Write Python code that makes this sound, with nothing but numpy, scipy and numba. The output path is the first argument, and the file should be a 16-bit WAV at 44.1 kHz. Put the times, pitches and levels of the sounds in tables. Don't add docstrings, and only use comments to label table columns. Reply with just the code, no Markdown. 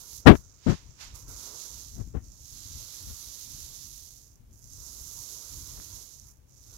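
import sys
import numpy as np
from scipy import signal
from scipy.fft import rfft, irfft, next_fast_len
from scipy.io import wavfile
from numba import njit

SR = 44100
rng = np.random.default_rng(int(sys.argv[2]) if len(sys.argv) > 2 else 0)


def file_out(sig):
    cols = np.atleast_2d(sig).T
    lim = np.clip(cols, -1, 1)
    pcm = np.round(lim * 32767).astype(np.int16)
    wavfile.write(sys.argv[1], SR, pcm)


N = 298557


def amp(db):
    return 10 ** (np.asarray(db) / 20)


def rms_one(x):
    return x / np.sqrt(np.mean(x ** 2) + 1e-20)


def curve(hz, points):
    pitch_hz, level_db = np.array(points).T
    return np.interp(np.log(hz), np.log(pitch_hz), level_db, left=-140)


def shaped(points):
    hz = np.maximum(np.arange(N // 2 + 1) * SR / N, 1)
    spectrum = rfft(rng.standard_normal(N)) * amp(curve(hz, points))
    return irfft(spectrum, N) * np.sqrt(SR / 2)


def coloured(x, points):
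    size = next_fast_len(N + 8192)
    hz = np.maximum(np.arange(size // 2 + 1) * SR / size, 1)
    pitch_hz, gain_db = np.array(points).T
    log_gain = np.log(amp(np.interp(np.log(hz), np.log(pitch_hz), gain_db)))
    cepstrum = irfft(log_gain, size)
    cepstrum[1:size // 2] *= 2
    cepstrum[size // 2 + 1:] = 0
    response = np.exp(rfft(cepstrum))
    return irfft(rfft(x, size) * response, size)[:N]


def drift(rate):
    r = np.exp(-40 * np.pi * rate / SR)
    slow = signal.lfilter([1], [1, -2 * r, r * r], rng.standard_normal(N // 20 + 4002))[4000:]
    return np.interp(np.arange(N) / 20, np.arange(len(slow)), rms_one(slow))


def resonate(x, modes):
    out = 0
    for k, (hz, width_hz, level_db) in enumerate(modes):
        r = np.exp(-np.pi * width_hz / SR)
        b = (1 - r * r) / 2 * np.array([1, 0, -1])
        a = [1, -2 * r * np.cos(2 * np.pi * hz / SR), r * r]
        once = signal.lfilter(b, a, x + 1e-18)
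        out = out + (-1) ** k * amp(level_db) * signal.lfilter(b, a, once)
    return out


def grains(per_s, spread_db):
    share = np.clip(per_s / SR, 1e-4, 1)
    sizes = amp(spread_db * np.minimum(rng.exponential(1, N), 3.5)) * rng.standard_normal(N)
    happens = rng.random(N) < share
    return rms_one(sizes * happens / np.sqrt(share))


def struck(events):
    clicks = np.zeros(N)
    clicks[[round(s * SR) for s, db in events]] = amp(np.array(events)[:, 1])
    return clicks


def peak_db(s, db, rise, fall, hold=0):
    t = np.arange(N) / SR
    return db - rise * np.maximum(s - t, 0) - fall * np.maximum(t - s - hold, 0)


def loudest(rows):
    rows = np.array([np.broadcast_arrays(*row) for row in rows])
    winner = rows[:, 0].argmax(axis=0)
    return np.take_along_axis(rows, winner[None, None], axis=0)[0]


def blended(rows):
    rows = np.array([np.broadcast_arrays(*row) for row in rows])
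    power = amp(2 * rows[:, :1])
    total = power.sum(axis=0)
    return 10 * np.log10(total[0]), *((power * rows[:, 1:]).sum(axis=0) / total)


# pitch_hz, level_db (dB per Hz)
ROOM_LEFT_NOISE = [(95, -93), (124, -77.5), (160, -92), (400, -101), (900, -108), (2000, -113),
                   (5000, -116), (8200, -121), (10500, -115), (16000, -113)]
ROOM_RIGHT_NOISE = [(95, -96), (124, -85), (160, -93), (400, -99), (900, -106), (1500, -110), (2800, -115),
                    (4500, -114), (6500, -106), (8000, -114), (16000, -113)]


def room():
    return np.array([shaped(ROOM_LEFT_NOISE), shaped(ROOM_RIGHT_NOISE)])


# pitch_hz, relative level_db (dB per Hz)
AIR_TONE = [(20, -12.5), (50, 6), (110, -2.5), (170, -14.5), (300, -18), (450, -34.5), (800, -48)]
# centre_s, half_width_s (to 1/e of the gain), left_db, right_db
AIR_GUSTS = [(.2, 0.05, -56.5, -65), (.35, 0.035, -28.5, -54), (.86, 0.063, -50, -68),
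             (1.142, .05, -54, -53), (1.3, 0.074, -45.5, -50), (1.76, 0.05, -54, -49),
             (2.0, 0.11, -41.5, -57), (2.2, 0.14, -45.5, -55.5), (2.58, 0.061, -49, -55),
             (2.751, .08, -43, -52), (3.08, .07, -47.5, -55.5), (3.28, 0.031, -53, -62.5),
             (3.568, 0.08, -46.5, -51), (3.85, .13, -54.5, -60.5), (4.499, 0.085, -55, -60),
             (4.74, .06, -53, -55), (5.05, 0.21, -58, -54), (5.569, 0.063, -46.5, -45.5),
             (5.72, 0.077, -52.5, -48.5), (5.92, 0.056, -53, -51.5), (6.24, 0.052, -56.5, -61.5),
             (6.75, 0.11, -61, -60)]
CALM_DB, CALM_SWAY_DB = (-57, -61.5), -2.03


def buffet():
    both, t = shaped(AIR_TONE), np.arange(N) / SR
    lumps = [rms_one((1.6 * both + shaped(AIR_TONE)) * amp(2.3 * drift(29))) for port in range(2)]
    calm = np.array([amp(db + CALM_SWAY_DB * drift(3.3)) for db in CALM_DB])
    gusts = 0
    for centre_s, half_width_s, *port_dbs in AIR_GUSTS:
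        swell = np.exp(-((t - centre_s) / half_width_s) ** 2)
        gusts = gusts + np.outer(amp(port_dbs), swell)
    return (calm + gusts) * lumps


# start_db (relative), change_db_per_s.
ROLLER_STROKES_AND_FIZZ = [(-0.6, 0.26, 0.12, 0.067, -43.5, 0.5, -16.5, -60.5, 0, 0.075, 6.5, 1.5, -1),
                           (0.15, 1.4, 0.039, .03, -57, -17, -22, -75, -1, 0.59, 0, 2, 0),
                           (1.24, 2.21, 0.13, 0.31, -37, -3.5, -17.5, -56.5, 4, 1, 7.5, -4, 6.5),
                           (2.2, 4.472, .3, .4, -40.5, -3.5, -14, -62, 0.74, -1.4, 4.5, 1.5, 0),
                           (4.52, 6.343, 0.31, 0.17, -38.5, -1, -18.5, -61, 2.5, 0.98, 2, -6, 4),
                           (6.46, 9.7, .2, 0.22, -46.5, -3.5, -12.5, -59, -1, 0, 18, 0.5, 4)]
# peak_s, tearing_db, finest_db (relative),
# rise_db_per_s, fall_db_per_s, table_db
FILM_PEELS = [(0.169, -42.5, -2, 200, 247.5, -76), (0.274, -49.5, -12.5, 300, 120, -59),
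              (0.364, -46, -2, 250, 179.5, -83.5), (1.01, -48, -2.5, 400, 89, -72),
              (1.152, -42.5, 0, 1200, 110.5, -58.5), (1.29, -42, 0.5, 800, 60, -59.5),
              (2.15, -59, -21, 100, 121, -78.5), (2.245, -51, -9, 350, 32.5, -73),
              (4.535, -57.5, -3, 500, 41, -82), (4.724, -48, -9.5, 150, 81, -84.5),
              (4.873, -45.5, -3.5, 100, 125.5, -66), (6.286, -51.5, -3, 200, 197.5, -69),
              (6.49, -57, -9.5, 900, 29, -81)]
EASE_POWER = 1.5
TEAR_POWER, TABLE_POWER = 1.23, 3.5
SLOW_TOP_DB, SLOW_LEFT_DB = -5, -6
PEEL_LEFT_DB, PEEL_LARGE_DB = -20.5, -2.5


def rolling():
    t, rows, boards = np.arange(N) / SR, [], 0
    for row in ROLLER_STROKES_AND_FIZZ:
        start, end, up, down, db, top_db, left_db, table_db, *changes = row
        sag, top_sag, table_sag, large_db, large_change = changes
        since, until = np.maximum(t - start, 0), np.maximum(end - t, 0)
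        starting = 1 - np.exp(-(since / up) ** EASE_POWER)
        stopping = 1 - np.exp(-(until / down) ** EASE_POWER)
        speed = starting * stopping + 1e-4
        tear_db = db - sag * since + TEAR_POWER * 20 * np.log10(speed)
        finest_db = top_db - top_sag * since + SLOW_TOP_DB * (1 - speed)
        shade_db = left_db + SLOW_LEFT_DB * (1 - speed)
        rows.append((tear_db, finest_db, shade_db, large_db + large_change * since))
        boards = boards + amp(table_db - table_sag * since) * speed ** TABLE_POWER
    for s, db, top_db, rise, fall, table_db in FILM_PEELS:
        shape_db = peak_db(s, 0, rise, fall)
        rows.append((db + shape_db, top_db, PEEL_LEFT_DB, PEEL_LARGE_DB))
        boards = boards + amp(table_db + shape_db)
    return (*blended(rows), boards)


SKIRT_HZ, TOP_HZ = 4930, 8540


def thirds(x):
    hz, spectrum = np.arange(N // 2 + 1) * SR / N, rfft(x)
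    skirt = irfft(spectrum / (1 + (hz / SKIRT_HZ) ** 12), N)
    top = irfft(spectrum / (1 + (TOP_HZ / (hz + 1)) ** 12), N)
    return skirt, x - skirt - top, top


# start_s, level_db (relative)
STRAND_SNAPS = [(1.2811, -29), (2.0758, -38), (2.212, -49.5), (2.225, -48), (2.2465, -46), (2.3193, -39),
                (4.331, -43.5), (4.3572, -38), (4.5103, -49), (4.5303, -45.5), (4.5417, -45.5),
                (4.6211, -43.5), (4.6425, -34), (4.7059, -38), (4.7348, -25.5), (4.865, -22), (6.1985, -26),
                (6.2698, -42), (6.3017, -40), (6.4853, -54), (6.5093, -44), (6.5222, -43.5), (6.5397, -46)]
# pitch_hz, gain_db (relative)
RIGHT_PORT_COLOUR = [(1500, -25.5), (2500, -22.5), (3200, -14.5), (3800, -8.5), (5000, -5), (6200, 1.5),
                     (7000, -1), (8000, -11), (8800, -15), (10000, -13.5), (11800, -10), (13000, -12),
                     (14000, -16), (16000, -21.5)]
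LEFT_PORT_COLOUR = [(1500, -20.5), (3000, -12), (3500, -12), (4000, -1.5), (5200, -0.5), (6500, 1),
                    (7000, -6.5), (7500, -36.5), (8200, -35.5), (9000, -19), (9700, -9.5), (11500, -12.5),
                    (13000, -19), (16000, -31.5)]


def tearing(level_db, top_db, left_db, large_db):
    pace = amp(1.1 * (level_db + 42))
    hiss = np.clip(0.27 + 0.22 * pace, 0, .9)
    snaps = grains(900 + 6000 * pace, spread_db=2.3)
    direct = np.sqrt(1 - hiss) * snaps + np.sqrt(hiss) * rng.standard_normal(N)
    shaded = .25 * direct + rng.standard_normal(N)
    flutter = amp(level_db + .8 * drift(10) + .5 * drift(5.1))
    ports = []
    for x, colour, gain in ((shaded, LEFT_PORT_COLOUR, amp(left_db)), (direct, RIGHT_PORT_COLOUR, 1)):
        skirt, centre, top = thirds(rms_one(coloured(x, colour)))
        larger = pace ** 0.51 * amp(large_db + 0.71 * drift(9.6)) * skirt
        finest = amp(top_db + 6.5 + 0.72 * drift(3.1)) * top
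        ports.append(flutter * gain * (larger + centre + finest))
    skirt, centre, top = thirds(coloured(amp(16) * struck(STRAND_SNAPS), RIGHT_PORT_COLOUR))
    ports[1] = ports[1] + 0.11 * skirt + centre + 0.78 * top
    return np.array(ports)


def spread(x, other, left_db, alike):
    alike = np.clip(alike, 0, 1)
    left = alike * x + np.sqrt(1 - alike ** 2) * other
    return np.array([amp(left_db) * left, x])


# pitch_hz, width_hz (of one filter pass), level_db (relative)
TABLE_MODES = [(149.6, 24, 4), (304, 480, 5.5), (958.4, 250, 4.5), (1184, 200, 2), (1378.4, 320, 0),
               (2183, 850, -6.5)]


def table(level):
    out = 0
    for mode in TABLE_MODES:
        near, far = (resonate(rng.standard_normal(N), [mode]) for side in range(2))
        out = out + amp(2.5 * drift(5)) * spread(near, far, left_db=-1.5, alike=.45)
    return level * rms_one(out)


# pressed_s, level_db, rise_db_per_s, held_s, easing_s, lump_pitch_hz,
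# pitch_sag_octaves_per_s, grit_db (relative to the rub), grit_held_s
FINGER_RUBS = [(0.264, -0.5, 3800, .04, .05, 330, 2, -3.5, 0.011),
               (0.667, -14.5, 3997.5, .043, .043, 170, 1, -22, .055),
               (2.003, -29.5, 421, .014, .012, 141.4, 42, -25, 0.0032),
               (2.15, -28.5, 1801, .024, .03, 276.3, 35, -25.5, 0.03),
               (3.072, -42.5, 1499.5, .045, .02, 110.8, 5, -17, .045),
               (5.78, -51.5, 600, .035, .045, 198.6, 5, -10.5, 0.044)]
EASE_DB_PER_S, LIFT_DB_PER_S = 550.5, 1400.5
GRIT_FADE_DB_PER_S = 551
GRIT_LATE_S = .006


def touching():
    t, rows = np.arange(N) / SR, []
    for s, db, rise, hold, ease, hz, sag, grit_db, grit_hold in FINGER_RUBS:
        lift_db = peak_db(s + hold + ease, 0, 0, LIFT_DB_PER_S)
        pressure_db = peak_db(s, db, rise, EASE_DB_PER_S, hold) + lift_db
        lump_hz = hz * 2 ** (-sag * np.maximum(t - s, 0))
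        slip_db = peak_db(s + GRIT_LATE_S, db + grit_db, rise, GRIT_FADE_DB_PER_S, grit_hold)
        rows.append((pressure_db, lump_hz, slip_db))
    return loudest(rows)


@njit
def moving_low_pass(x, turn, damping):
    out, low, band = np.zeros_like(x), 0.0, 0.0
    for i in range(len(x)):
        band += turn[i] * (x[i] - low - damping * band)
        low += turn[i] * band
        out[i] = low / np.sqrt(turn[i])
    return out


# pitch_hz, gain_db (relative)
GRIT_COLOUR = [(200, -6), (600, -3.5), (1500, -1.5), (3500, -14.5), (6500, -42), (7500, -49), (8800, -49.5),
               (10300, -33.5), (13000, -41.5), (16000, -42)]
# pitch_hz, width_hz (of one filter pass), level_db (relative)
CASE_MODES = [(250, 160, -7.5), (506, 67, -0.5), (1182.6, 470, -17.5)]
# pitch_hz, width_hz (of one filter pass), level_db (relative)
THUMP_MODE = [(65.7, 20, 0)]
# start_s, level_db (relative)
SKIN_TICKS = [(.318, -31), (.341, -25), (.354, -20.5), (.357, -24), (.684, -38), (.737, -39),
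              (1.967, -48.5), (2.172, -36), (5.762, -51.5), (5.777, -41), (5.786, -51), (5.8, -35),
              (5.824, -49)]


def fingers():
    level_db, lump_hz, grit_db = touching()
    turn = 2 * np.pi * np.clip(lump_hz, 30, 2000) / SR
    firm = np.clip((level_db + 46.0) / 35, 0, 1)
    high_pass = signal.butter(1, 90, "high", fs=SR, output="sos")
    push = signal.sosfilt(high_pass, rng.standard_normal(N))
    thump = rms_one(resonate(rng.standard_normal(N), THUMP_MODE))
    lumps = rms_one(moving_low_pass(push, turn, 0.94)) + amp(-1.0 - 7.4 * firm) * thump
    grit = rms_one(coloured(grains(1800 + 5000 * firm, spread_db=1.8), GRIT_COLOUR))
    dull = signal.sosfilt(signal.butter(2, 2500, fs=SR, output="sos"), grit)
    grit = dull + firm * (grit - dull)
    touch = amp(level_db)
    ticks = coloured(amp(23.0) * struck(SKIN_TICKS), GRIT_COLOUR)
    case = rms_one(resonate(rng.standard_normal(N), CASE_MODES)) * np.tanh(touch * 13.0) / 16.0
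    return np.array([touch * lumps + amp(grit_db) * grit + ticks, amp(-30.0) * case])


# pitch_hz, gain_db (relative)
SOLE_RIGHT_COLOUR = [(400, -19.5), (900, -4), (2000, -3.5), (3000, -2), (5600, 2), (7000, -0.5),
                     (8500, -14.5), (12000, -17.5), (16000, -29.5)]
SOLE_LEFT_COLOUR = [(400, -5), (1000, 1), (2300, 0), (3200, 2.5), (5500, -7.5), (6600, -12.5), (7500, -39),
                    (8500, -28), (10000, -18.5), (16000, -39)]
# peak_s, level_db (right port, without the tail), rise_db_per_s, fall_db_per_s
SHOE_SCUFFS = [(0.705, -38.5, 248, 208), (1.013, -40.5, 594, 162.5)]
SCUFF_TAIL_DB, SCUFF_TAIL_DB_PER_S = -17.5, 47


def scuff():
    left = rms_one(coloured(rng.standard_normal(N), SOLE_LEFT_COLOUR))
    right = rms_one(coloured(rng.standard_normal(N), SOLE_RIGHT_COLOUR))
    level = 0
    for s, db, rise, fall in SHOE_SCUFFS:
        slide = amp(peak_db(s, db, rise, fall))
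        tail = amp(peak_db(s, db + SCUFF_TAIL_DB, rise, SCUFF_TAIL_DB_PER_S))
        level = level + slide + tail
    return level * np.array([amp(-11.0) * left, right])


def scene():
    *tear, boards = rolling()
    return room() + buffet() + tearing(*tear) + table(boards) + fingers() + scuff()


CUTOFF_HZ = 15800


def record(dry):
    clipped = .99 * dry / (1 + np.abs(dry) ** 10) ** (1 / 10)
    low_pass = signal.ellip(12, .3, 70, CUTOFF_HZ, fs=SR, output="sos")
    return signal.sosfilt(low_pass, clipped)


dry = scene()
out = record(dry)
file_out(out)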